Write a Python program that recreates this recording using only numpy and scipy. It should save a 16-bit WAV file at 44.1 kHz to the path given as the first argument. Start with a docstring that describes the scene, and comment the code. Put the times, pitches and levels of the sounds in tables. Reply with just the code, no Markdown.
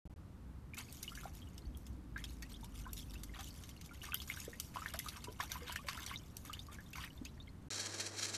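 """A small dog paddles at the surface of a garden pool, held over the water close to the microphone.
Paws slap, thrown spray falls back, trapped air rings as bubbles and the wet fur drips.
The pool walls answer at once; far behind lie a low traffic rumble and one engine.
At 7.7 s the scene changes abruptly to a banknote counter at close range:
its motor hums while paper riffles through the rollers. One microphone, mono."""
import sys
import numpy as np
from scipy import signal
from scipy.fft import rfft, irfft
from scipy.io import wavfile
from scipy.ndimage import uniform_filter1d

SR = 44100
rng = np.random.default_rng(int(sys.argv[2]) if len(sys.argv) > 2 else 0)


def persist_wave(psi):
    """Save psi, clipped to +-1, as 16-bit WAV."""
    counts = np.round(np.clip(psi, -1, 1) * 32767).astype(np.int16)
    wavfile.write(sys.argv[1], SR, np.atleast_2d(counts).T)


N = 369116
TIME = np.arange(N) / SR


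# Paws and flung water hitting the surface, close by: start_s, level_db, t60_s
PAW_SLAPS = [(0.744, -53.5, .023), (0.926, -43.5, .01), (1.029, -40, .022), (1.152, -49.5, 0.032),
             (1.579, -52, 0.033), (1.772, -51, 0.011), (1.866, -53.5, 0.036), (2.2401, -46.5, 0.044),
             (2.423, -48, 0.044), (2.644, -52.5, 0.033), (2.9318, -38, 0.011), (3.234, -44, 0.03),
             (3.636, -53.5, 0.055), (3.691, -51.5, 0.043), (3.812, -52, 0.037), (4.1437, -33, 0.0085),
             (4.217, -48.5, 0.056), (4.45, -49, 0.022), (4.5995, -33.5, 0.02), (4.99, -34.5, 0.02),
             (5.085, -41.5, .044), (5.241, -45.5, 0.048), (5.404, -43, 0.086), (5.518, -39.5, 0.024),
             (5.724, -43.5, .021), (5.758, -43, 0.044), (5.885, -40.5, 0.068), (6.03, -49, .022),
             (6.063, -44, .033), (6.368, -41, 0.017), (6.531, -46, 0.038), (6.931, -51, 0.032),
             (7.251, -48, .042)]

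def paw_slaps(tail_db=-25, tail_t60=0.51, attack_s=0.00019, neutral_t60=0.027):
    """A ragged crack as the surface breaks, then a faint tail; longer slaps sound darker."""
    out, t = np.zeros(N), np.arange(SR // 4) / SR
    for start_s, db, t60 in PAW_SLAPS:
        grain = amp(-unit(uniform_filter1d(rng.standard_normal(len(t)), size=60)))
        tilt_db = -5 * np.log2(t60 / neutral_t60)
        burst = coloured(rng.standard_normal(len(t)) * grain, SPRAY_SPECTRUM, tilt_db)
        decay = amp(-60 * t / t60) + amp(tail_db - 60 * t / tail_t60)
        shape = decay * (1 - np.exp(-t / attack_s))
        add(out, start_s, amp(db) * unit(burst * shape) * np.sqrt(2 * np.mean(shape ** 2)))
    return out


# Paw strokes sweeping water aside: start_s, length_s, gurgle_db, spray_db
PAW_STROKES = [(0.767, 0.039, -52.5, -51), (0.967, 0.15, -94, -61), (1.159, .12, -62.5, -60.5),
               (1.336, 0.049, -81, -61), (2.17, 0.05, -60.5, -64.5), (2.274, 0.061, -86, -62),
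               (2.49, 0.033, -63, -57), (2.739, 0.074, -66.5, -59), (2.965, 0.033, -71, -54.5),
               (3.135, 0.012, -58, -66), (3.341, 0.031, -55, -60.5), (3.388, 0.023, -50, -56),
               (3.427, 0.071, -78, -56.5), (3.546, 0.039, -83, -60), (3.84, 0.017, -79, -57.5),
               (3.932, 0.013, -62, -58.5), (4.029, 0.046, -52, -55.5), (4.274, 0.066, -55.5, -53.5),
               (4.358, 0.085, -60, -53), (4.738, 0.17, -57, -58.5), (4.935, 0.015, -48.5, -54),
               (5.038, 0.11, -57.5, -61), (5.157, 0.012, -47, -55.5), (5.389, 0.069, -56, -57),
               (5.492, 0.08, -52.5, -57), (5.604, 0.073, -58, -71), (5.666, .06, -48.5, -57),
               (5.83, 0.063, -66, -74), (5.867, 0.17, -53, -58.5), (6.073, 0.061, -50, -57.5),
               (6.447, 0.027, -56, -57), (6.527, 0.047, -61.5, -77), (6.713, 0.033, -56.5, -58.5),
               (6.952, 0.1, -51, -57.5)]

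def paw_strokes(rise_s=0.004, close_t60=0.12, flight_s=0.17, flight_spread_s=0.077):
    """Gains of spray and gurgle: a paw digs in, the water closes, spray rains back, the wake settles."""
    spray_power, gurgle_power = np.zeros(N), np.zeros(N)
    t = np.arange(2 * SR) / SR
    onset = np.minimum(t / rise_s, 1)
    fallback = amp(-12) ** 2 * np.exp(-((t - flight_s) / flight_spread_s) ** 2)
    wake = (onset * amp(-18 - 13 * t)) ** 2
    for start_s, length_s, gurgle_db, spray_db in PAW_STROKES:
        sweep = (onset * amp(-60 * np.maximum(t - length_s, 0) / close_t60)) ** 2
        add(spray_power, start_s, amp(spray_db) ** 2 * (sweep + fallback + wake))
        add(gurgle_power, start_s, amp(gurgle_db) ** 2 * sweep + amp(spray_db) ** 2 * wake)
    return np.sqrt(spray_power), np.sqrt(gurgle_power)


# The larger air pockets closed by paws and drops: start_s, pitch_hz, level_db
AIR_POCKETS = [(.736, 2340, -41), (0.778, 2570, -40), (1.079, 2890, -33.5), (1.119, 1314, -46),
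               (1.175, 1650, -39), (1.234, 1320, -42.5), (1.255, 748, -34.5), (2.161, 1636, -33.5),
               (2.164, 1577, -33), (2.18, 1756, -41), (2.241, 3260, -36), (2.429, 1856, -40.5),
               (2.541, 3260, -47), (2.63, 880, -51), (2.855, 1464, -52), (2.865, 1006, -41),
               (2.883, 1340, -76), (3.155, 2570, -59), (3.338, 1860, -46), (3.39, 764, -48),
               (3.911, 1376, -52), (4.017, 2840, -41), (4.121, 2530, -30.5), (4.087, 1140, -44),
               (4.133, 1440, -30), (4.146, 3060, -26), (4.202, 3270, -35), (4.3, 2110, -26),
               (4.372, 1543, -38.5), (4.479, 457, -35), (4.532, 1847, -40.5), (4.759, 1000, -33),
               (4.769, 1024, -29), (4.82, 1297, -35), (4.86, 1730, -23.5), (4.944, 634, -39.5),
               (4.999, 1980, -33.5), (5.062, 1210, -37), (5.272, 960, -44), (5.282, 412, -39.5),
               (5.401, 1070, -25), (5.407, 1710, -27), (5.431, 836, -41), (5.516, 1550, -40.5),
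               (5.556, 1000, -37), (5.62, 470, -45), (5.696, 940, -38), (5.719, 1574, -41),
               (5.76, 1750, -23.5), (5.791, 1080, -48), (5.845, 545, -57), (5.886, 1067, -31.5),
               (5.976, 1340, -36.5), (6.113, 1083, -37.5), (6.159, 3710, -32.5), (6.497, 1190, -35.5),
               (6.536, 2890, -37.5), (6.592, 3580, -39.5), (6.685, 1120, -44.5), (6.786, 1650, -41.5),
               (6.934, 2570, -41), (6.982, 1000, -40.5), (7.039, 1827, -35.5), (7.214, 237, -35),
               (7.257, 2470, -45.5), (7.401, 3550, -54)]
TYPICAL_HZ, TYPICAL_DB = 1450, -37  # the pocket from which ring times and trail levels are scaled

def plops(trail_count=5, lag_s=0.017, climb_octaves_per_s=20, fade_db_per_s=160):
    """Each air pocket rings and breaks into a trail of small bubbles: the later, the higher and fainter."""
    out = np.zeros(N)
    # each air pocket glides up by its own random share
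    rises = 0.442 * np.exp(0.58 * rng.uniform(-1.94, 1, len(AIR_POCKETS)))
    for (start_s, hz, db), rise in zip(AIR_POCKETS, rises):
        add(out, start_s, air_pocket(hz, db, rise))
        for late, detune, glide in rng.standard_normal((trail_count, 3)):
            delay_s = lag_s * abs(late)
            small_hz = hz * 2 ** (0.3 * detune + climb_octaves_per_s * delay_s)
            small_db = -50 + 0.68 * (db - TYPICAL_DB) - fade_db_per_s * delay_s
            add(out, start_s + delay_s, bubble(small_hz, small_db, t60=0.025, rise=0.23 * abs(glide)))
    return out


def air_pocket(hz, db, rise, attack_cycles=0.47):
    """One large bubble: a quickly damped burst, then a quiet after-ring that glides up."""
    size_factor = (hz / TYPICAL_HZ) ** -0.36  # smaller bubbles ring shorter
    excess_db = db - TYPICAL_DB
    burst_t60 = 0.03 * size_factor * 2 ** (-excess_db / 11.5)  # so do violently torn ones
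    after_db, after_t60 = -45.5 + 0.21 * excess_db, 0.086 * size_factor
    t = np.arange(int(max(burst_t60, after_t60) * SR)) / SR
    decay = np.maximum(amp(db - 60 * t / burst_t60), amp(after_db - 60 * t / after_t60))
    onset = 1 - np.exp(-t * hz / attack_cycles)
    return decay * onset * np.sin(2 * np.pi * hz * (t + rise * t * t / after_t60 / 2))


def bubble(hz, db, t60, rise, attack_s=0.00014):
    """Trapped air rings and dies; its pitch climbs by the share `rise` as it nears the surface."""
    t = np.arange(int(max(t60, 0.005) * SR)) / SR
    envelope = amp(db - 60 * t / t60) * (1 - np.exp(-t / attack_s))
    return envelope * np.sin(2 * np.pi * hz * (t + rise * t * t / t60 / 2))


# Spectrum of splashing water at close range: frequency_hz, relative_db
SPRAY_SPECTRUM = [(500, -28), (1500, -6.5), (3500, 3.5), (6000, 3.5), (10000, -1), (13700, 0), (14500, -42),
                  (16000, -44)]

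def spray(fizz_db=-5, drops_db=-6, ring_cycles=18):
    """Fine droplets land, each with a brief pitched tick, over a soft fizz of foam."""
    fizz = coloured(rng.standard_normal(N) * amp(2 * wander(90)), SPRAY_SPECTRUM)
    drops = np.zeros(N)
    for hz in np.linspace(2200, 13500, 30):
        droplet = unit(bubble(hz, 0, ring_cycles / hz, rise=0.023, attack_s=0.00099))
        drops += signal.oaconvolve(ticks(per_s=16, spread_db=4), droplet)[:N]
    return amp(fizz_db) * fizz + amp(drops_db) * coloured(drops, SPRAY_SPECTRUM)


def patter(relative_db=-4, t60=0.013):
    """Drops that trap no air land as dry, broad ticks."""
    t = np.arange(SR // 40) / SR
    power = signal.oaconvolve(ticks(per_s=70, spread_db=3) ** 2, amp(-120 * t / t60))[:N]
    return amp(relative_db) * coloured(rng.standard_normal(N) * np.sqrt(abs(power)), SPRAY_SPECTRUM)


# Spectrum of the water churned around the paws: frequency_hz, relative_db
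GURGLE_SPECTRUM = [(300, -30), (600, -10.5), (1050, 3), (2000, 3), (3200, 1.5), (5000, -10.5), (9000, -50)]

def gurgle(swarm_db=-2, wash_db=-8, ring_cycles=28, sizes=40):
    """A swarm of small bubbles in a wash of torn water; smaller ones ring higher and shorter."""
    swarm = np.zeros(N)
    for hz, rise in zip(np.geomspace(450, 5000, sizes), rng.uniform(0, 0.35, sizes)):
        ring = hz * bubble(hz, 0, ring_cycles / hz, rise)
        swarm += signal.oaconvolve(ticks(per_s=30, spread_db=3.2), ring)[:N]
    return amp(swarm_db) * coloured(swarm, GURGLE_SPECTRUM) + amp(wash_db) * noise(GURGLE_SPECTRUM)


def cavities(splash, depth_db=3.5):
    """Cavities of ever changing shape give each instant of a splash its own colour."""
    spectra = signal.stft(splash, nperseg=256, noverlap=192)[2]
    patches = uniform_filter1d(rng.standard_normal(spectra.shape), size=3, axis=0)  # across frequency
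    patches = uniform_filter1d(patches, size=13, axis=1)  # across time
    gain = unit(amp(depth_db * unit(patches)))
    return signal.istft(spectra * gain, nperseg=256, noverlap=192)[1][:N]


def fur_drips(from_s=0.8, to_s=7.5, centre_hz=3200, count=75):
    """Water runs off the wet fur into the pool in small, clear plinks."""
    out = np.zeros(N)
    for start_s in rng.uniform(from_s, to_s, count):
        octaves, force = rng.standard_normal(2)
        hz = centre_hz * 2 ** (0.35 * octaves)
        db = -53.5 + 3.5 * min(force, 1)
        add(out, start_s, bubble(hz, db, t60=0.026, rise=0.075))
    return out


# Echoes reaching the microphone from the sides of the pool: delay_s, gain_db
POOL_ECHOES = [(.0027, -45), (.0058, -22.5), (0.01, -15.5)]
# Decay of the open yard: frequency_hz, t60_s
YARD_DECAY = [(1500, 0.048), (14000, 0.05)]

def garden(direct, tail_db=-11, reflections_per_s=2500):
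    """The pool walls answer at once, and the yard adds a thin, short tail."""
    taps = rng.choice([-1., 1.], SR // 3) * (rng.random(SR // 3) < reflections_per_s / SR)
    hz, t, spectra = signal.stft(taps, SR, nperseg=256)
    decay = amp(-60 * t / read(YARD_DECAY, hz)[:, None])
    tail = signal.istft(spectra * decay, SR, nperseg=256)[1]
    out = direct + amp(tail_db) * signal.fftconvolve(direct, tail / np.linalg.norm(tail))[:N]
    for delay_s, db in POOL_ECHOES:
        add(out, delay_s, amp(db) * direct)
    return out


# Banknotes flicked into the stacker, close to the microphone: time_s, level_db
NOTE_FLICKS = [(7.759, -47.5), (7.804, -41.5), (7.864, -45), (7.945, -45.5), (8.007, -40.5), (8.069, -44.5),
               (8.189, -41.5), (8.231, -41), (8.252, -40), (8.293, -44.5), (8.348, -41)]
# Spectrum of paper rubbing on the rollers: frequency_hz, relative_db
PAPER_SPECTRUM = [(400, -12), (1050, -10), (1600, -2.5), (2300, -3.5), (3000, -5.5), (4200, 3),
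                  (5100, -0.5), (6300, 1), (8000, -4), (10500, -12), (12800, -21.5), (13600, -55)]

def banknotes(rush_db, flick_s=0.0073, drag_s=0.021, drag_db=-5):
    """Paper rasps through the rollers in surges; each note is a flick inside a longer, softer drag."""
    power = amp(rush_db) ** 2
    for time_s, db in NOTE_FLICKS:
        flick = np.exp(-((TIME - time_s) / flick_s) ** 2)
        drag = amp(drag_db) ** 2 * np.exp(-((TIME - time_s) / drag_s) ** 2)
        power += amp(db) ** 2 * (flick + drag)
    friction = rng.standard_normal(N) + amp(-7) * unit(ticks(per_s=1500, spread_db=5.3))
    rasp = case_ring(coloured(friction, PAPER_SPECTRUM))
    flutter = amp(1.5 * wander(110))
    return rasp * np.sqrt(power) * flutter


def case_ring(rasp, ring_db=-6, t60=0.028):
    """The case and the stacker ring in many close modes."""
    t = np.arange(SR // 8) / SR
    body = rng.standard_normal(len(t)) * amp(-60 * t / t60)
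    ring = signal.fftconvolve(rasp, body / np.linalg.norm(body))[:N]
    return (rasp + amp(ring_db) * ring) / np.hypot(1, amp(ring_db))


# Tones of the counter's motor and rollers: pitch_hz, level_db
MOTOR_TONES = [(100, -57), (213, -72), (337, -64.5), (432, -68.5), (566, -69.5)]

def motor_hum(speed_drift=0.0058):
    """Motor and rollers hum, their tones wavering together with the speed."""
    motor_time = np.cumsum(1 + speed_drift * wander(16)) / SR
    return sum(np.sqrt(2) * amp(db) * np.sin(2 * np.pi * (hz * motor_time + rng.random()))
               for hz, db in MOTOR_TONES)


# Rush of paper through the counter: time_s, level_db
PAPER_RUSH = [(7.704, -44), (7.81, -46.5), (7.89, -52), (8.37, -59)]
# Spectrum of the rattling plastic case: frequency_hz, relative_db
CASE_SPECTRUM = [(20, -16), (90, -12), (210, 1), (430, 0.5), (650, -2), (1100, -6), (2000, -5), (5000, -53)]

def banknote_counter():
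    """Paper riffles while the motor hums; the plastic case rattles more under load."""
    rush_db, = follow(PAPER_RUSH)
    paper_and_motor = banknotes(rush_db) + motor_hum()
    rattle_db = -56 + 0.2 * (rush_db - rush_db.min()) + 2 * wander(21)
    return paper_and_motor + amp(rattle_db) * noise(CASE_SPECTRUM)


# One engine, far beyond the garden: time_s, firing_hz, level_db
ENGINE_RUN = [(.1, 53.8, -70), (.53, 61.95, -57), (.8, 53.5, -71), (1.2, 50.85, -55.5), (1.6, 62.6, -63.5),
              (1.7, 68.7, -53), (2.1, 55.17, -50), (2.6, 50.13, -53), (3.2, 48.76, -53), (4.2, 53.5, -73)]
# Spectrum of its exhaust from a distance: frequency_hz, relative_db
EXHAUST_SPECTRUM = [(120, -17), (200, -0.5), (255, 2.5), (310, -2), (420, -23), (800, -53)]

def distant_engine(exhaust_db=-10):
    """The firing of an engine drones at an uneven speed, with a rough exhaust."""
    firing_hz, db = follow(ENGINE_RUN)
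    waver = amp(0.5 * wander(7.3))
    firings = np.cumsum(firing_hz + 1.15 * wander(3.1)) / SR
    drone = np.sqrt(2) * waver * np.sin(2 * np.pi * firings)
    return amp(db) * (drone + amp(exhaust_db) * noise(EXHAUST_SPECTRUM))


# Spectrum of far traffic, heard from the poolside: frequency_hz, relative_db
TRAFFIC_SPECTRUM = [(20, -11), (35, -10), (52, -0.5), (74, 3), (95, -3), (160, -6.5), (270, -11),
                    (400, -20.5), (650, -26), (1100, -27), (2500, -38.5), (6500, -45.5), (13800, -47.5),
                    (14800, -85)]

def outdoors(traffic_db=-53):
    """Far traffic rumbles behind the engine, with one dull, low bump."""
    out = distant_engine() + amp(traffic_db) * noise(TRAFFIC_SPECTRUM)
    bump = bubble(hz=52, db=-31, t60=0.17, rise=0, attack_s=0.012)
    add(out, 1.665, bump)
    return out


def amp(db):
    """Decibels to gain."""
    return 10 ** (np.asarray(db) / 20)


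def unit(x):
    """Scales to rms 1."""
    return x / np.sqrt(np.mean(x ** 2) + 1e-20)


def read(points, hz):
    """Reads a table on a log-frequency axis."""
    table_hz, value = np.transpose(points)
    return np.interp(np.log(hz + 1), np.log(table_hz + 1), value)


def follow(rows):
    """The columns of a timed table, sample by sample."""
    time_s, *columns = np.transpose(rows)
    return [np.interp(TIME, time_s, column) for column in columns]


def add(mix, start_s, sound):
    """Mixes a sound in at start_s."""
    part = mix[max(round(start_s * SR), 0):][:len(sound)]
    part += sound[:len(part)]


def coloured(x, spectrum, tilt_db=0):
    """Filters x by a spectrum, tilted by tilt_db an octave about 4 kHz, to rms 1."""
    hz = np.fft.rfftfreq(len(x), 1 / SR)
    octaves = np.log2(np.maximum(hz, 500) / 4000)
    return unit(irfft(rfft(x) * amp(read(spectrum, hz) + tilt_db * octaves), len(x)))


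def noise(spectrum):
    """Steady noise of this spectrum, at rms 1."""
    return coloured(rng.standard_normal(N), spectrum)


def wander(rate_hz):
    """Smooth random drift up to about rate_hz, at rms 1."""
    hz = np.fft.rfftfreq(N, 1 / SR)
    return unit(irfft(rfft(rng.standard_normal(N)) / (1 + (hz / rate_hz) ** 4), N))


def ticks(per_s, spread_db):
    """Sparse clicks of either sign, many small and a few large."""
    out, chance = np.zeros(N), rng.uniform(-1, 1, N) * SR / per_s
    at = np.flatnonzero(abs(chance) < 1)
    size = np.minimum(-np.log(abs(chance[at])), 4)  # exponential spread of sizes
    out[at] = np.sign(chance[at]) * amp(spread_db * size)
    return out


# Spans in which all sound from the poolside drops out: start_s, end_s
POOL_GAPS = [(0, .054), (.076, .097), (.14, .161), (7.685, 8.4)]

def scene(counter_start_s=7.704):
    """At the poolside, a moment of silence, then beside the counter."""
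    spray_gain, gurgle_gain = paw_strokes()
    splashes = cavities(paw_slaps() + spray_gain * (spray() + patter()) + gurgle_gain * gurgle())
    poolside = garden(plops() + fur_drips() + splashes) + outdoors()
    heard = 1. - sum((TIME >= start_s) & (TIME < end_s) for start_s, end_s in POOL_GAPS)
    poolside *= uniform_filter1d(heard, size=30)
    return (poolside + banknote_counter() * (TIME > counter_start_s))[None]


def record(dry, cutoff_hz=16200):
    """The band limit of the recorder behind the microphone."""
    lowpass = signal.firwin(511, cutoff_hz, window=("kaiser", 9), fs=SR)
    return signal.oaconvolve(dry, lowpass[None], "same")


dry = scene()
out = record(dry)
persist_wave(out)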